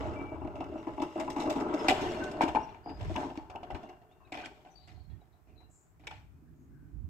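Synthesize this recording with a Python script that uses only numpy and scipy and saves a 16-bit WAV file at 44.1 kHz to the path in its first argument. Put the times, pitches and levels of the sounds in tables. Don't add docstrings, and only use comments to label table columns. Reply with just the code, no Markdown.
import sys
import numpy as np
from scipy import signal
from scipy.fft import rfft, irfft, next_fast_len
from scipy.io import wavfile
from scipy.ndimage import uniform_filter1d

SR = 44100
rng = np.random.default_rng(int(sys.argv[2]) if len(sys.argv) > 2 else 0)


def store_wav(level_fs):
    pcm = np.round(np.clip(np.atleast_2d(level_fs), -1, 1) * 32767)
    wavfile.write(sys.argv[1], SR, pcm.T.astype(np.int16))


N = 312669

# time_s, housing_level_db, brightness_db
DRIVE = [(0, -29.5, -2), (.3, -41, -5), (.55, -40, -6), (1.12, -45.5, 6), (1.25, -46, 8.5),
         (1.45, -33.5, -16), (1.8, -26.5, -0.5), (2.03, -28, 3.5), (2.4, -38.5, -0.5), (2.55, -44, 5.5),
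         (2.9, -53, -3.5), (3.03, -43.5, 7), (3.22, -38.5, 8), (3.36, -63.5, 12.5), (3.55, -43.5, -10),
         (3.8, -43, -3), (4.0, -58, -3), (4.25, -62, -2.5), (4.4, -47.5, 1), (4.7, -63, 10.5),
         (5.6, -69.5, -1), (7.09, -73.5, 6.5)]
# start_s, blow_db, hollow_boom_rel_db, latch_rel_db, rattle_t60_s (before part speed), favoured_housing_hz
KNOCKS = [(0.026, -32.5, -18, -22, 0.18, 730), (0.051, -31, -1.5, -16, 0.031, 680),
          (0.134, -38, -12, -14, 0.17, 598), (0.188, -37.5, 1, -29, 0.73, 860),
          (0.316, -35, -1, -22.5, 0.26, 680), (0.414, -33.5, 0, -36, 0.099, 880),
          (0.447, -32, -1, -15, 0.06, 815), (0.473, -32.5, -11, -13.5, 0.047, 700),
          (0.553, -34.5, -3.5, -14, 0.29, 580), (0.604, -27, -4.5, -16, 0.19, 730),
          (0.64, -46.5, -22, 0, 0.068, 730), (0.72, -37, 3.5, -22.5, 0.19, 598),
          (0.752, -31.5, -6, -36, 0.086, 730), (0.777, -41, 3, -8.5, 0.2, 620),
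          (0.869, -27, -1.5, -14.5, 0.15, 897), (0.977, -29.5, -3, -22, 0.11, 790),
          (0.998, -28.5, 1.5, -15.5, 0.11, 674), (1.017, -30, -7.5, -7, 0.23, 905),
          (1.155, -27, -1, -20.5, 0.45, 640), (1.177, -28, -26, -27, 0.14, 840),
          (1.198, -38.5, -8, 5, 0.12, 564), (1.277, -23.5, -7.5, -20, 0.081, 950),
          (1.3, -48.5, 10, 9, 0.2, 605), (1.362, -23.5, -5, -15, 0.44, 874),
          (1.399, -38.5, -14, 1, 0.32, 711), (1.422, -45, -2.5, 1, 0.098, 730),
          (1.459, -29.5, -2, -18, 0.28, 598), (1.478, -32.5, 2, -25.5, 0.084, 644),
          (1.498, -32, -20, -3.5, 0.25, 839), (1.558, -26, 0, -14, 0.29, 860),
          (1.599, -33.5, -11.5, -7, 0.19, 667), (1.658, -27, -3, -29.5, 0.092, 841),
          (1.739, -27, -1.5, -8, 0.1, 557), (1.832, -48.5, 3, -8.5, 0.089, 641),
          (1.884, -12, -6.5, 0.5, 0.14, 757), (1.903, -36, -12, -12, 0.24, 794),
          (2.012, -31, -0.5, -4.5, 0.23, 887), (2.051, -29.5, -19, -11, 0.099, 781),
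          (2.111, -29.5, -20.5, -12, 0.12, 619), (2.144, -39, -15, -9, 0.43, 777),
          (2.193, -30, 0, -27, 0.3, 611), (2.237, -43, -7.5, 0, 0.12, 730),
          (2.259, -32, -3, -18, 0.15, 563), (2.313, -40.5, -6, -2.5, 0.099, 745),
          (2.336, -30.5, -4, -26.5, 0.64, 642), (2.4085, -9, -15.5, -15, 0.1, 838),
          (2.416, -30, -0.5, 5.5, 0.17, 890), (2.424, -42, -16, -7.5, 0.08, 904),
          (2.436, -39, -10.5, 0.5, 0.082, 900), (2.451, -31.5, -4, -30.5, 0.1, 878),
          (2.479, -25, -10.5, -7.5, 0.14, 888), (2.549, -14, -12, -17.5, 0.09, 855),
          (2.557, -23.5, -7, -7, 0.08, 852), (2.568, -21.5, -11, -21, 0.021, 900),
          (2.596, -32, -10, -17, 0.21, 869), (2.616, -50, -2.5, -27, 0.14, 870),
          (2.681, -41, -27, -8.5, 0.41, 871.5), (2.745, -42.5, -17, -4, 0.056, 890),
          (2.86, -30.5, -4, -23, 0.18, 795), (2.892, -39, -1.5, -4.5, 0.19, 853),
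          (3.008, -34, -6, -5, 0.081, 514), (3.097, -32, -2.5, -29, 0.12, 657),
          (3.156, -24.5, -2.5, -32, 0.32, 950), (3.161, -40, 14, 17.5, 0.029, 1030),
          (3.2, -33, -6, -21, 0.16, 800), (3.215, -31.5, -9.5, -30, 0.24, 890),
          (3.3, -32.5, -6.5, -10, 0.073, 795), (3.355, -37, -45, -11.5, 0.35, 860),
          (3.374, -38, 11, -1, 0.021, 730), (3.498, -37.5, -37, -6.5, 0.15, 780),
          (3.552, -30, -11.5, -18, 0.051, 823), (3.558, -31, -16, -1, 0.0097, 760),
          (3.631, -34.5, -21, -9, 0.12, 730), (3.703, -28, -11, -13.5, 0.14, 798),
          (3.746, -31.5, -5, -7.5, 0.17, 810), (3.829, -41.5, -2, -8.5, 0.23, 750),
          (3.889, -42, -26.5, -10, 0.25, 760), (4.015, -51, -13, -13, 0.19, 726),
          (4.112, -52, -20.5, -13, 0.19, 707), (4.204, -51.5, -18, -19, 0.46, 1080),
          (4.273, -52.5, -4, -5, 0.097, 744), (4.321, -32, -4, -0.5, 0.14, 710),
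          (4.325, -45.5, -10, 14.5, 0.023, 770), (4.339, -39.5, -9, 2, 0.65, 810),
          (4.372, -39, -14, -2, 0.13, 786), (4.397, -42.5, -22, 1.5, 0.41, 786),
          (4.436, -51.5, -13.5, 1.5, 0.071, 765), (4.448, -53, -7, 15, 0.06, 740),
          (4.457, -45.5, 4, 14, 0.094, 666), (4.649, -45.5, -21, -10.5, 0.34, 766),
          (4.79, -55.5, -24, -19, 0.28, 750), (4.875, -53, -7, 7, 0.38, 750),
          (4.975, -56, 1, -17, 0.11, 754), (5.098, -60, 5, -2.5, 0.37, 840),
          (5.217, -53.5, -8, -19, 0.25, 754), (5.34, -60, -17.5, -18, 0.16, 754),
          (5.471, -61, 5, -4, 0.69, 698), (5.604, -55, -3.5, -6, 0.25, 860),
          (5.996, -59.5, 4, 2, 0.39, 746), (6.037, -49, -16.5, -7.5, 0.2, 794),
          (6.07, -45.5, -9, 15.5, 0.05, 840), (6.074, -47, -7, 16.5, 0.044, 854),
          (6.078, -53, -5, 2, 0.12, 1530), (6.108, -40, -12, 0, 0.081, 1340),
          (6.112, -36.5, -29, -0.5, 0.032, 844), (6.122, -54, -20, 6.5, 0.36, 1440),
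          (6.145, -64, -16, 6.5, 0.76, 835)]
# time_s, favoured_latch_hz, fizz_offset_db
LATCH = [(0, 2700, -7), (.15, 2400, 2), (.45, 2140, 0), (.56, 2660, 1.5), (.75, 2660, 0), (.87, 2060, -5.5),
         (1.05, 2700, 4), (1.15, 2060, 2), (1.37, 2052, 5), (1.45, 2575, 10), (1.74, 2118, 6),
         (1.89, 2598, -1), (2.1, 2700, 5), (2.34, 2700, 9), (2.41, 2313, -2), (2.48, 2510, -0.5),
         (2.7, 2550, -15), (3.0, 2670, -3.5), (3.2, 2770, -20), (3.37, 2560, 3.5), (3.5, 2500, -4),
         (3.56, 2680, -3.5), (4.2, 2660, 4), (4.32, 2480, -8), (4.36, 2250, -15), (4.4, 2400, -12),
         (4.448, 3200, -12), (4.457, 2260, -8.5), (4.65, 2700, -13), (4.88, 2040, -7.5), (6.0, 2250, -7),
         (6.07, 2370, -10.5), (6.11, 2600, -12), (6.15, 2300, -8)]
# mode_hz, width_hz, shaken_by_gears_db, boom_on_rest_db
BODY = [(184, 260, -16.5, -1), (303.1, 37, -6.5, -2), (362, 32, -11, -0.5), (428, 59, -11.5, -2.5),
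        (598, 40, 0.5, -4), (643.3, 24, -0.5, -3), (730, 45, -3.5, -3.5), (786, 25, -6.5, -7),
        (853, 32, -1.5, -7.5), (907, 15, -14, -7.5), (936, 64, -1, -6.5), (1019, 18, -7.5, -9),
        (1087, 77, -4.5, -8.5), (1340, 120, -1, -7.5), (1530, 140, -7.5, -7.5), (1744, 200, -15, -10.5),
        (1788, 43, -26.5, -10), (2025, 390, 9, 6.5), (2300, 77, -1, -2.5), (2392, 180, -1.5, 3.5),
        (2634, 57, 0, -13), (2700, 82, 5, -4.5), (2690, 740, 1.5, -8.5), (2917, 34, -2.5, -3.5),
        (3256, 62, -6, -1.5), (3550, 82, -10, -4.5), (3390, 92, -13, -10), (4260, 230, -14, -4.5)]
PART_EDGES_HZ = (500, 1900)
# mode_hz, width_hz, level_db
PIN = [(5150, 130, 0), (7400, 220, 1)]
# freq_hz, density_db_per_hz
FIZZ = [(2060, -26), (3500, -4.5), (3870, -4), (4180, -11), (4460, -10.5), (5160, -5), (6610, -11),
        (7320, -10.5), (8530, -14), (9680, -38.5), (10400, -24), (13300, -24.5), (16000, -45.5)]
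# freq_hz, likeness (0-1), left_right_db
PORTS = [(0, 1, -2), (300, 0.94, 2.5), (700, 1, -1.6), (950, 0.4, 8), (1200, 0, 0), (1690, 0, 3),
         (2000, 0.6, -2.5), (2250, 0.6, 5.5), (2600, 0.3, 0), (2960, 0.8, 0), (3500, 0, 5), (3830, 0.01, 3),
         (5100, 0, -3), (6350, 0.6, 1.5), (7800, .4, 7.5), (9600, 0, 2), (16110, .3, -3)]
# freq_hz, lead_rad
PORT_PHASE = [(0, 0), (350, -.3), (860, -.6), (1050, -.9), (1200, -1.7), (1720, -2.8), (2070, -4.8),
              (2250, -6.5), (2750, -5.6), (3100, -7.9), (3450, -11), (4130, -12.4), (5500, -17.4),
              (6900, -18.3), (7750, -21.2), (8600, -23.5), (10700, -28), (16000, -40)]
# time_s, level_db
WHINE = [(0, -51), (.5, -79.5), (1.1, -68), (1.7, -68.5), (2.1, -59.5), (2.33, -67), (2.5, -64),
         (2.72, -73.5), (2.848, -85), (3.2, -82), (3.45, -78), (3.6, -84), (3.9, -70), (4.05, -87),
         (4.12, -77), (4.22, -65), (4.32, -77.5)]
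# time_s, level_db, left_right_db
WIND = [(0.0, -40.5, -18.5), (0.41, -49, 0), (0.45, -45, 3), (1.07, -57.5, -16.5), (1.97, -57.5, -2),
        (2.07, -56, -31), (2.39, -66.5, 16), (2.49, -47, -9), (2.82, -61, -11), (3.08, -34, 1.5),
        (3.14, -39.5, 7), (3.2, -47.5, 3), (3.53, -60, -17), (3.63, -65, -12), (3.75, -54, 24),
        (3.83, -63, -7), (4.11, -67.5, -18.5), (4.25, -64.5, 19.5), (4.36, -59, -11), (4.72, -66, 3.5),
        (4.95, -57.5, -22.5), (5.15, -58.5, -31), (5.25, -66.5, -15), (5.69, -62, -21.5), (5.81, -70, -3),
        (6.2, -50.5, -14), (6.32, -60, 6), (6.52, -60.5, -21), (6.61, -61, 0.5), (6.85, -54.5, -12.5),
        (7.05, -48, -25), (7.09, -50, -8)]
# freq_hz, density_db_per_hz
WIND_COLOUR = [(12, -46), (25, -35.5), (38, -11), (52, 6), (97, 4), (189, -8.5), (273, -24), (524, -44),
               (755, -38.5), (900, -48.5), (1170, -69.5), (1980, -120)]
# freq_hz, density_db_per_hz
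AIR = [(59, -28), (100, -9.5), (160, -4.5), (202, -23), (289, -15.5), (547, -22.5), (1330, -23),
       (1550, -26.5), (2500, -33), (3190, -41.5), (8110, -38), (9410, -43.5), (14700, -35.5), (16000, -45)]
# start_s, length_s,
# peak_after_s, first_hz, last_hz, arch_hz, peak_db, left_right_db
SQUEAKS = [(0.15, .22, .055, 2320, 2300, 0, -52, 11), (2.0, .2, .1, 1525, 1520, 0, -57, 0),
           (2.008, .06, .01, 6180, 6150, 0, -60, 0), (2.092, .02, .01, 5650, 5950, 0, -61, 0),
           (2.115, .04, .012, 3350, 3330, 0, -55, 0), (2.155, .02, .008, 4250, 4350, 0, -60, 0),
           (2.238, .06, .01, 6200, 6180, 0, -66, 0), (3.372, .03, .008, 4500, 4480, 0, -66, 0),
           (2.214, .04, .018, 1520, 1520, 0, -41, 4), (2.25, .05, .025, 1520, 1510, 0, -44, -4),
           (2.31, .06, .02, 1520, 1520, 0, -56, 0), (4.436, .022, .012, 1560, 1510, 0, -48, -4),
           (4.478, .03, .01, 1525, 1515, 0, -62, -4), (4.655, .04, .015, 1500, 1510, 0, -72, 0),
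           (5.1, .08, .05, 1850, 1830, 0, -79, 0), (6.33, .09, .03, 2420, 2560, 0, -85, 0)]
WHISTLES = [(0.76, .09, .026, 5790, 5700, -40, -75, 1), (1.78, .07, .02, 5217, 5240, 0, -55, -4),
            (2.6, .07, .035, 5000, 5050, 650, -66, -8), (2.83, .17, .065, 4780, 5020, 0, -65, 11),
            (4.085, .065, .045, 3090, 3980, 0, -81, 13), (4.23, .07, .024, 2700, 2500, -60, -73, -2),
            (4.248, .03, .014, 3650, 4250, 60, -76, 12), (4.7, .055, .034, 6010, 5950, 30, -76, 17),
            (4.748, .12, .015, 4600, 4540, 30, -67, 20), (4.835, .04, .012, 4200, 4350, 0, -71, 11),
            (4.872, .035, .015, 4600, 4680, 0, -72, 15), (4.995, .04, .012, 4400, 4350, 0, -78, 13),
            (5.04, .045, .025, 4250, 4280, 30, -80, 13), (5.095, .09, .02, 3350, 3330, 0, -80, 10),
            (5.205, .03, .012, 3950, 3750, 0, -80, 10), (5.495, .055, .02, 2740, 2740, 0, -79, -1),
            (5.62, .08, .03, 2750, 2760, 0, -81, -1), (5.553, .125, .02, 4080, 4060, -90, -75, 21)]
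BUZZES = [(4.76, .2, .08, 3900, 4200, 0, -75, 13), (4.93, .16, .04, 4300, 4100, 0, -78, 13),
          (5.09, .09, .015, 4100, 3900, 0, -81, 10), (5.32, .09, .015, 3950, 3900, 0, -83, 10),
          (5.47, .23, .04, 2410, 2700, 0, -79, 2), (5.69, .26, .07, 7400, 7450, -150, -68, 4),
          (6.55, .15, .09, 6880, 6650, -50, -86, 6), (6.45, .1, .03, 1620, 1570, 0, -78, -2),
          (6.69, .35, .05, 1560, 1495, 0, -75, 8)]
# time_s, level_db, left_right_db
RUMBLE = [(4.6, -79, -2.5), (5.9, -85, -3), (6.08, -66, -7), (6.28, -69, 1), (6.43, -59.5, 0.5),
          (6.81, -57, 1), (7.09, -59, 1)]
# freq_hz, density_db_per_hz
RUMBLE_COLOUR = [(88, -25.5), (150, -0.5), (189, -19.5), (279, -5.5), (393, -22), (537, -36.5), (600, -51),
                 (780, -64.5), (1320, -120)]

LANDING_S, LATCHED_S = 1.88, 4.3
EDGE_DB, FIZZ_DB = -20, -28
SOLID_DB, KNOCK_FIZZ_DB = 23, -12.5
RATTLE_DB, PIN_DB = -4, 21
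FIZZ_SLOPE, KNOCK_FIZZ_SLOPE = 1.4, 1.39
RATTLE_SHAPE = 1.216
JUDDER_SOFTER, JUDDER_WIDER = 2.2, 3
FAVOUR_WIDTH, FAVOUR_SOLID, FAVOUR_RATTLE = .09, .08, .45
WHINE_HZ, WHINE_WIDTH_HZ, WHINE_PAN_DB = 2754, 130, 3.5
WHINE_JOLT_DB, WHINE_JOLT_S = 10, 0.043
LUMPS_DB, LUMP_S, SWAP_DB = 1.5, 0.1, 3
AIR_DB = -70.5
EDGE_HZ = 15900
RING_LEN = 8000


def gain_of(db):
    return 10 ** (np.asarray(db) / 20)


def evened(x):
    return x / np.sqrt(np.mean(x ** 2) + 1e-20)


def columns(rows, t):
    s, *values = np.transpose(rows)
    return [np.interp(t, s, v) for v in values]


def coloured(x, points):
    f_hz, db = np.transpose(points)
    size = next_fast_len(x.shape[-1])
    bins_hz = np.fft.rfftfreq(size, 1 / SR)
    gain = gain_of(np.interp(np.log(bins_hz + 1), np.log(f_hz + 1), db))
    return irfft(rfft(x, size) * evened(gain), size)[..., :N]


def resonate(x, hz, width_hz):
    turn = np.exp(2j * np.pi * np.cumsum(hz * np.ones(len(x))) / SR)
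    r = np.exp(-np.pi * width_hz / SR)
    smooth = signal.lfilter([1 - r], [1, -r], x / turn + 1e-18)
    return 2 * (turn * smooth).real


def panned(x, pan_db):
    return np.array([x * gain_of(pan_db / 2), x * gain_of(-pan_db / 2)])


def notes(tables, spread, tonal):
    out = np.zeros((2, N))
    for rows in tables:
        t = np.arange(rows[0][0], rows[-1][0], 1 / SR)
        hz, db, pan_db = columns(rows, t)
        width_hz = spread * hz.mean()
        tone = np.sin(2 * np.pi * np.cumsum(hz) / SR)
        noise = resonate(rng.standard_normal(len(t)), hz, width_hz)
        noise = evened(resonate(noise, hz, width_hz))
        voice = evened(tonal * tone + (1 - tonal) * noise)
        fade = signal.windows.tukey(len(t), .2)
        at = round(t[0] * SR)
        out[:, at:at + len(t)] += panned(gain_of(db) * voice * fade, pan_db)
    return out


def contours(rows, start_db, end_db):
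    tables = []
    for start_s, length_s, peak_s, first_hz, last_hz, arch_hz, peak_db, pan_db in rows:
        u = np.linspace(0, 1, num=24)
        hz = first_hz + (last_hz - first_hz) * u + arch_hz * np.sin(np.pi * u)
        knees_s = [0, min(peak_s, .9 * length_s), length_s]
        level_db = peak_db + np.interp(u * length_s, knees_s, [start_db, 0, end_db])
        tables.append(np.transpose([start_s + u * length_s, hz, level_db, pan_db + 0 * u]))
    return tables


def modes():
    hz, width_hz = np.transpose(BODY)[:2, :, None]
    t = np.arange(RING_LEN) / SR
    rings = np.sqrt(width_hz) * np.exp(-np.pi * width_hz * t) * np.sin(2 * np.pi * hz * t)
    return rings, np.searchsorted(PART_EDGES_HZ, hz[:, 0])


def ring_of(weights, rings):
    ring = weights @ rings
    return ring / np.linalg.norm(ring)


def gear_roughness(length):
    contact_db = 2.6 * np.minimum(rng.exponential(1, length // 40 + 1), 5)
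    grit = gain_of(contact_db).repeat(40)[:length]
    return evened(grit) * rng.standard_normal((2, 7, length))


def latch_pin(strikes):
    t = np.arange(SR // 3) / SR
    hz, width_hz, db = np.transpose(PIN)[:, :, None]
    rings = np.exp(-np.pi * width_hz * t) * np.sin(2 * np.pi * hz * t)
    ring = ring_of(gain_of(db[:, 0]), rings)
    return gain_of(PIN_DB) * signal.oaconvolve(strikes, ring)[:N]


def chatter(strength, per_s=500, spread_db=2.5):
    out, t = np.zeros((2, N + 600)), np.arange(600) / SR
    for place, pitch, size, cycles, side in rng.random((round(per_s * N / SR), 5)):
        at, hz = int(place * N), 2000 * 3.3 ** pitch
        bend = 1 + 6 * (side - .5) * t
        tick = np.sin(2 * np.pi * hz * t * bend) * np.exp(-t * hz / (1.7 + 5 * cycles))
        level = gain_of(-spread_db * np.log(size + 0.014) - 9 * pitch)
        out[:, at:at + 600] += strength[at] * level * tick * [[1], [2 * side - 1]]
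    return out[:, :N]


def shifting(x, patchy_db=2.0):
    z = signal.stft(x, nperseg=256, noverlap=192)[2]
    patches = uniform_filter1d(rng.standard_normal(z.shape[1:]), size=3, axis=0)
    patches = evened(uniform_filter1d(patches, size=14, axis=1))
    gain = evened(gain_of(patchy_db * patches))
    return signal.istft(z * gain, nperseg=256, noverlap=192)[1][:, :N]


def knocks(rings, part_of, signs, rough, loose):
    t = np.arange(SR // 3) / SR
    blows, rattles = np.zeros(N + RING_LEN), np.zeros((2, N + len(t) + RING_LEN))
    cracks, pins = np.zeros((2, N))
    mode_hz, _, *mode_db = np.transpose(BODY)
    rise_s = np.array([[.004], [.0015], [.0005], [.0003]])
    speed = np.array([[.9], [1.1], [1.8], [1.9]])
    contact_s = np.array([[.004], [.0012], [.0011]])
    places = columns(LATCH, np.transpose(KNOCKS)[0])
    for knock, latch_hz, fizz_db in zip(KNOCKS, *places):
        start_s, blow_db, boom_db, latch_db, t60_s, housing_hz = knock
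        judder = start_s < LANDING_S
        knock_fizz_db = KNOCK_FIZZ_SLOPE * latch_db + KNOCK_FIZZ_DB + fizz_db
        peak = gain_of(blow_db + np.array([[boom_db], [-4], [latch_db - 4.5], [knock_fizz_db]]))
        soft = np.array([[1], [JUDDER_SOFTER if judder else 1], [1], [1]])
        swell = 1 - np.exp(-(t[:RING_LEN] / contact_s / soft[:3]) ** 2)
        decay = np.exp(-np.log(1000) * (t * speed / max(t60_s, .02)) ** RATTLE_SHAPE)
        burst = peak * (1 - np.exp(-t / rise_s / soft)) * decay
        at = round(start_s * SR)
        loose[:, at:at + len(t)] += burst[2:, :N - at] ** 2
        solid = peak[:, 0] * gain_of(SOLID_DB + np.array([3, 4, 3.0, -20.5]))
        cracks[at] = solid[3]
        pins[at] = peak[3, 0] * (start_s > LATCHED_S)
        width, order = (FAVOUR_WIDTH * JUDDER_WIDER, signs) if judder else (FAVOUR_WIDTH, 1)
        for part, hz in enumerate([300, housing_hz, latch_hz]):
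            near = np.exp(-(np.log(mode_hz / hz) / width) ** 2)
            own = gain_of(mode_db[int(start_s > LANDING_S)]) * (part_of == part)
            hit = ring_of(order * own * (FAVOUR_SOLID + near), rings)
            blows[at:at + RING_LEN] += solid[part] * swell[part] * hit
            ring = ring_of(signs * own * (FAVOUR_RATTLE + near), rings)
            shake = burst[part] * rough[:, 4 + part, at:at + len(t)]
            rattles[:, at:at + len(t) + RING_LEN - 1] += signal.fftconvolve(shake, ring[None], axes=1)
    return blows[:N] + latch_pin(pins), cracks, rattles[:, :N]


def grinding(push, rings, part_of, signs):
    out, landed = np.zeros((2, N)), round(LANDING_S * SR)
    for mode_db, a, b in zip(np.transpose(BODY)[2:], (0, landed), (landed, N)):
        for part in range(3):
            ring = ring_of(signs * gain_of(mode_db) * (part_of == part), rings)
            shake = np.pad(push[:, part, a:b], [(0, 0), (0, N - b)])
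            out[:, a:] += signal.oaconvolve(shake, ring[None], axes=1)[:, :N - a]
    return out


def barrier():
    level_db, bright_db = columns(DRIVE, np.arange(N) / SR)
    edge_db = level_db + bright_db + EDGE_DB
    fizz_db = level_db + FIZZ_SLOPE * bright_db + FIZZ_DB
    steady = gain_of(np.array([level_db - 5.5, level_db - 8.0, edge_db, fizz_db]))
    loose = steady[2:] ** 2
    rough = gear_roughness(N + SR // 3)
    rings, part_of = modes()
    signs = (-1) ** np.arange(len(BODY))
    blows, cracks, rattles = knocks(rings, part_of, signs, rough, loose)
    push = steady * rough[:, :4, :N]
    fizz = np.sqrt(loose[1]) * rough[:, 3, :N] + [[1], [0]] * cracks
    out = coloured(fizz, FIZZ) + gain_of(1.5) * chatter(np.sqrt(loose[0]))
    out += gain_of(RATTLE_DB) * rattles + grinding(push, rings, part_of, signs)
    return shifting(out) + [[1], [0]] * blows


def ports(paths):
    size = next_fast_len(N)
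    hz = np.fft.rfftfreq(size, 1 / SR)
    (alike, balance_db), (phase_rad,) = columns(PORTS, hz), columns(PORT_PHASE, hz)
    alike = np.clip(alike, 0, 1)
    common, apart = rfft(paths, size) * np.sqrt([1 + alike, 1 - alike]) / np.sqrt(2)
    turn = np.exp(.5j * phase_rad)
    spectra = np.array([(common + apart) * turn, (common - apart) / turn])
    return irfft(spectra * panned(0.66, balance_db), size)[:, :N]


def whine():
    jolts = np.zeros(N)
    jolts[np.round(np.transpose(KNOCKS)[0] * SR).astype(int)] = 1
    flare = np.minimum(signal.lfilter([1], [1, -np.exp(-1 / (WHINE_JOLT_S * SR))], jolts), 1)
    rows = [(s, WHINE_HZ, db, WHINE_PAN_DB) for s, db in WHINE]
    return gain_of(WHINE_JOLT_DB * (flare - .5)) * notes([rows], WHINE_WIDTH_HZ / WHINE_HZ, 0)


def wind():
    db, pan_db = columns(WIND, np.arange(N) / SR)
    a, b, *slow = rng.standard_normal((4, N))
    size = int(LUMP_S * SR)
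    lumps, swap = [evened(uniform_filter1d(uniform_filter1d(v, size), size)) for v in slow]
    gusts = coloured(np.array([a, 0.22 * a + 0.6 * b]), WIND_COLOUR)
    return evened(gusts) * panned(gain_of(db + LUMPS_DB * lumps), pan_db + SWAP_DB * swap)


def air():
    return gain_of(AIR_DB) * evened(coloured(rng.standard_normal((2, N)), AIR))


def surroundings(x, t60_s):
    taps = np.zeros((2, SR // 2))
    jitter = rng.integers(0, 20, (2, (SR // 2 - 101) // 20))
    at = np.arange(100, SR // 2 - 20, 20) + jitter
    np.put_along_axis(taps, at, rng.choice([-1., 1.], at.shape), 1)
    lowpass = signal.butter(2, 900, fs=SR, output="sos")
    taps[1] += signal.sosfiltfilt(lowpass, taps[0] - taps[1])
    taps *= gain_of(-60 * np.arange(SR // 2) / SR / t60_s)
    return signal.fftconvolve(x, taps / np.linalg.norm(taps[0]), axes=1)[:, :N]


def squeaks():
    return notes(contours(SQUEAKS, start_db=-4, end_db=-15), 0.03, 0.75)


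def birds():
    whistles = notes(contours(WHISTLES, start_db=-7.0, end_db=-15.5), 0.03, 0.57)
    buzzes = notes(contours(BUZZES, start_db=-6.5, end_db=-21.5), 0.14, 0)
    return whistles + buzzes


def rumble():
    db, pan_db = columns(RUMBLE, np.arange(N) / SR)
    a, b = rng.standard_normal((2, N))
    noise = evened(coloured(np.array([a, 0.77 * a + .7 * b]), RUMBLE_COLOUR))
    return noise * panned(gain_of(db), pan_db)


def scene():
    near = ports(barrier()) + squeaks() + whine()
    calls = birds()
    near_echo = gain_of(-9.5) * surroundings(near, t60_s=0.42)
    bird_echo = gain_of(-5) * surroundings(calls, t60_s=0.32)
    return near + calls + near_echo + bird_echo + wind() + air() + rumble()


def record(dry):
    lowpass = signal.firwin(511, EDGE_HZ, window=("kaiser", 9), fs=SR)
    return signal.oaconvolve(dry, lowpass[None], "same")


dry = scene()
out = record(dry)
store_wav(out)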